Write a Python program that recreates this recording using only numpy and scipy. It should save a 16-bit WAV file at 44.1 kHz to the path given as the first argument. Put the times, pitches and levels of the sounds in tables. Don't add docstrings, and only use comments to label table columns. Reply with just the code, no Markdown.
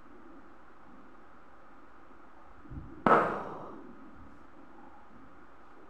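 import sys
import numpy as np
from scipy import signal
from scipy.fft import rfft, irfft, next_fast_len
from scipy.io import wavfile

SR = 44100
rng = np.random.default_rng(int(sys.argv[2]) if len(sys.argv) > 2 else 0)


def master_out(mix):
    frames = np.transpose(np.atleast_2d(mix))
    ceiling = np.clip(frames, -1, 1)
    pcm = np.round(ceiling * 32767).astype(np.int16)
    wavfile.write(sys.argv[1], SR, pcm)


N = 259749
TIME = np.arange(N) / SR
HIT_S = 3.0664

# time in seconds, strength in dB, half length in seconds.
BAT_CONTACTS = [(3.0637, -24.5, 0.00017), (3.0666, -6, 0.000057)]
# frequency in Hz, relative level in dB.
CRACK_SPECTRUM = [(40, -36.5), (110, -12), (230, 3.5), (400, -10.5), (800, -7), (1300, -7), (1900, -36),
                  (2700, -36.5), (4400, -45), (5500, -65), (8200, -30.5), (10200, -70), (15000, -82.5)]
# pitch in Hz, relative level in dB, seconds to fall 60 dB.
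BLADE_MODES = [(214, -25, 0.044), (865, -31, .04), (1283, -18.5, 0.076), (1480, -28, 0.13),
               (2005, -30.5, 0.044), (2820, -39.5, .05), (4450, -49.5, 0.044)]
def bat_knock(ring_db):
    blows = np.zeros(N)
    for time_s, db, half_s in BAT_CONTACTS:
        force = np.exp(-((TIME - time_s) / half_s) ** 2)
        blows += from_db(db) * force / force.sum()
    crack = signal.fftconvolve(blows, pulse(CRACK_SPECTRUM))[:N]
    blade = sum(from_db(db) * ring(blows, hz, t60) for hz, db, t60 in BLADE_MODES)
    return -crack - from_db(ring_db) * blade


# delay in seconds, relative level in dB.
WALL_SLAPS = [(.0066, -13), (.0197, -11), (.0334, -11), (.0462, -4), (.0539, -4), (.0678, -1), (.0763, -7),
              (.0860, -7)]
def wall_echoes(knock, level_db):
    thinned = signal.sosfilt(signal.butter(2, [300, 3000], "band", fs=SR, output="sos"), knock)
    slaps = np.zeros(N)
    for delay_s, db in WALL_SLAPS:
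        slaps[round(delay_s * SR)] += from_db(db)
    return from_db(level_db) * signal.fftconvolve(thinned, slaps)[:N]


# frequency in Hz, relative level in dB.
TAIL_SPECTRUM = [(50, -28), (110, -27.5), (165, -6), (250, -9.5), (470, -2), (800, -3), (1050, -3),
                 (1400, -1.5), (1850, -17), (2150, -19), (2700, -25.5), (3500, -38), (4500, -40.5),
                 (6000, -48), (8300, -45), (10200, -60), (15000, -63.5)]
# frequency in Hz, seconds to fall 60 dB.
TAIL_DECAY = [(60, 1.0), (170, 1.16), (350, 0.9), (900, 0.86), (1350, 0.83), (1800, 0.79), (2700, 0.86),
              (4000, 1), (6000, 0.81), (12000, 1.1)]
# pitch in Hz, relative level in dB.
STANDING_WAVES = [(201, -44.5), (334, -43.5), (385, -52), (433, -40), (472, -36), (550, -41), (590, -42),
                  (649, -50), (696, -40.5), (757, -42.5), (859, -43.5), (889, -65), (915, -52), (939, -53),
                  (1103, -46), (1236, -39), (1254, -36.5), (1299, -36), (1448, -62)]
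def reverberation(tail_db, standing_db, early_db, build_s, grain_db):
    age = np.maximum(TIME - HIT_S, 0)
    onset = 1 - np.exp(-(age / .003) ** 2)
    crowding = 1 - np.exp(-(age / build_s) ** 3)
    build = onset * (from_db(early_db) + (1 - from_db(early_db)) * crowding)
    uneven = np.interp(TIME, np.arange(4000) * .002, rng.standard_normal(4000))
    grain = from_db(grain_db * uneven * np.exp(-age / .15))
    size = next_fast_len(N)
    bin_hz = np.arange(size // 2 + 1) * SR / size
    field = rfft(noise(TAIL_SPECTRUM) * grain, size)
    tail = np.zeros(N)
    for band_hz, t60 in TAIL_DECAY:
        band = at_hz([(hz, hz == band_hz) for hz, _ in TAIL_DECAY], bin_hz)
        tail += irfft(field * band, size)[:N] * from_db(-60 * age / t60)
    standing = np.zeros(N)
    for hz, db in STANDING_WAVES:
        tone = np.sin(2 * np.pi * hz * age + rng.uniform(0, 2 * np.pi))
        standing += from_db(db - 60 * age / at_hz(TAIL_DECAY, hz)) * tone
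    return build * (from_db(tail_db) * tail + from_db(standing_db) * standing)


# frequency in Hz, relative level in dB.
HELD_SPECTRUM = [(60, -13), (180, -3.5), (350, -0.5), (800, -5.5), (1250, -2.5), (1550, -43), (2600, -49),
                 (4300, -59.5), (7000, -56), (9000, -61), (15000, -60)]
# centre in Hz, width in Hz, relative level in dB.
HELD_OVERTONES = [(2900, 70, -33), (3160, 64, -36), (3750, 110, -35.5), (3980, 60, -42), (4670, 70, -45),
                  (5000, 70, -46), (5520, 90, -39), (5720, 90, -41), (6300, 60, -42), (6680, 110, -47),
                  (8830, 80, -52)]
def held_tail(level_db, sheen_db):
    attack_s, fall_db_per_s = .27, 85
    held_s = np.maximum(TIME - HIT_S - attack_s, 0)

    def envelope(hold_s, sag_db_per_s):
        return from_db(-sag_db_per_s * held_s) * swell(HIT_S, attack_s, hold_s, fall_db_per_s)

    body = noise(HELD_SPECTRUM) * envelope(hold_s=.34, sag_db_per_s=14.5)
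    sheen = resonances(HELD_OVERTONES) * envelope(hold_s=.39, sag_db_per_s=26)
    return from_db(level_db) * (body + from_db(sheen_db) * sheen)


# frequency in Hz, relative level in dB.
SOLE_SPECTRUM = [(20, -59), (100, -39), (170, -8.5), (240, 4), (340, 6), (400, -15), (550, -24),
                 (1000, -42), (4000, -110)]
# start in seconds, hold in seconds, relative level in dB, pitch ratio.
SOLE_SLIDES = [(.04, 0.34, -53.5, 1.024), (.85, 0.037, -52.5, 0.9), (1.0, 0.14, -61, 1.1),
               (1.62, 0.25, -64.5, 1.03), (2.06, 0.056, -57.5, 1.07), (2.63, 0.21, -48, 0.94),
               (2.89, .1, -52, 1.05), (3.68, 0.042, -45.5, 1.12), (3.83, 0.026, -50.5, 0.84),
               (3.99, 0.044, -51.5, 0.92), (4.14, 0.11, -57, 0.85), (4.3, 0.12, -61, 1.02),
               (4.55, 0.25, -54, 1.03), (5.09, .08, -55, 0.81), (5.35, .08, -60.5, 1.03)]
def shuffling_feet(level_db):
    return from_db(level_db) * noise_swells(SOLE_SLIDES, SOLE_SPECTRUM, attack_s=.033, fall_db_per_s=62)


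# frequency in Hz, relative level in dB.
THUD_SPECTRUM = [(20, -21), (45, 10), (75, 7), (120, 9.5), (180, -1), (300, -55), (2000, -110)]
# start in seconds, hold in seconds, relative level in dB, pitch ratio.
STEPS = [(2.45, .03, -59.5, 0.62), (2.68, 0.046, -42.5, 1.02), (3.1, .1, -53, 0.99),
         (4.13, .03, -54.5, .65), (5.08, 0.14, -66, 0.91)]
def footfalls(level_db):
    return from_db(level_db) * noise_swells(STEPS, THUD_SPECTRUM, attack_s=.045, fall_db_per_s=62.5)


# peak time in seconds, half length in seconds, centre in Hz, width in Hz,
# level in dB.
SOFT_BRUSHES = [(2.42, 0.13, 770, 200, -64.5), (4.36, .09, 4500, 4500, -83.5), (4.9, 0.16, 845, 110, -57.5),
                (5.7, 0.077, 2500, 2000, -79), (5.83, 0.092, 355, 110, -57)]
def brushes():
    return sum(from_db(db) * np.exp(-((TIME - peak_s) / half_s) ** 2) * resonant_noise(hz, width_hz)
               for peak_s, half_s, hz, width_hz, db in SOFT_BRUSHES)


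# frequency in Hz, relative level in dB.
AIR_SPECTRUM = [(30, -1.5), (70, -2.5), (130, -13), (300, 0), (420, -9), (800, -8), (1050, -5.5),
                (1330, -5), (1800, -15.5), (2700, -24.5), (4200, -34), (8200, -41.5), (10200, -50.5),
                (15000, -51)]
# centre in Hz, width in Hz, level in dB.
FAN_RESONANCES = [(342.5, 25, -73), (535, 58, -71), (795, 58, -70), (1248, 83, -66.5), (1429, 70, -72)]
def fan(air_db):
    return from_db(air_db) * noise(AIR_SPECTRUM) + resonances(FAN_RESONANCES)


def from_db(db):
    return 10 ** (np.asarray(db) / 20)


def at_hz(points, hz):
    point_hz, values = np.transpose(points)
    return np.interp(np.log(np.maximum(hz, 1)), np.log(point_hz), values)


def unit_rms(x):
    return x / np.sqrt(np.mean(x ** 2) + 1e-20)


def noise(spectrum):
    size = next_fast_len(N)
    colour = from_db(at_hz(spectrum, np.arange(size // 2 + 1) * SR / size))
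    return unit_rms(irfft(rfft(rng.standard_normal(size)) * colour, size)[:N])


def resonant_noise(hz, width_hz):
    radius = np.exp(-np.pi * abs(width_hz) * np.sqrt(2) / SR)
    section = [1, 0, -1, 1, -2 * radius * np.cos(2 * np.pi * hz / SR), radius ** 2]
    return unit_rms(signal.sosfilt([section, section], rng.standard_normal(N)))


def resonances(rows):
    return sum(from_db(db) * resonant_noise(hz, width_hz) for hz, width_hz, db in rows)


def pulse(spectrum, size=4096):
    colour = from_db(at_hz(spectrum, np.arange(size // 2 + 1) * SR / size))
    cepstrum = irfft(np.log(colour))
    cepstrum[1:size // 2] *= 2
    cepstrum[size // 2 + 1:] = 0
    shape = irfft(np.exp(rfft(cepstrum)))[:size // 2]
    return shape / np.abs(shape).max()


def ring(drive, hz, t60):
    radius, angle = from_db(-60 / (t60 * SR)), 2 * np.pi * hz / SR
    return signal.lfilter([0, np.sin(angle)], [1, -2 * radius * np.cos(angle), radius ** 2], drive + 1e-18)


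def swell(start_s, attack_s, hold_s, fall_db_per_s):
    age = TIME - start_s
    rise = np.sin(np.pi / 2 * np.clip(age / attack_s, 0, 1)) ** 2
    return rise * from_db(-fall_db_per_s * np.maximum(age - attack_s - hold_s, 0))


def noise_swells(rows, spectrum, attack_s, fall_db_per_s):
    swells = np.zeros(N)
    for start_s, hold_s, db, pitch in rows:
        shifted = [(hz * pitch, level) for hz, level in spectrum]
        swells += from_db(db) * swell(start_s, attack_s, hold_s, fall_db_per_s) * noise(shifted)
    return swells


def scene():
    knock = bat_knock(ring_db=5)
    room = wall_echoes(knock, level_db=-3)
    room += reverberation(tail_db=-19, standing_db=8.5, early_db=-10.5, build_s=.045, grain_db=2)
    held = held_tail(level_db=-40.5, sheen_db=.5)
    air = fan(air_db=-58)
    boy = shuffling_feet(level_db=-2) + footfalls(level_db=-1.6) + brushes()
    return (knock + room + held + boy + air)[None]


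def record(dry):
    low_cut = signal.butter(2, 18, "high", fs=SR, output="sos")
    high_cut = signal.ellip(10, .1, 80, 15750, fs=SR, output="sos")
    return signal.sosfilt(high_cut, signal.sosfilt(low_cut, dry)) + .0035


dry = scene()
out = record(dry)
master_out(out)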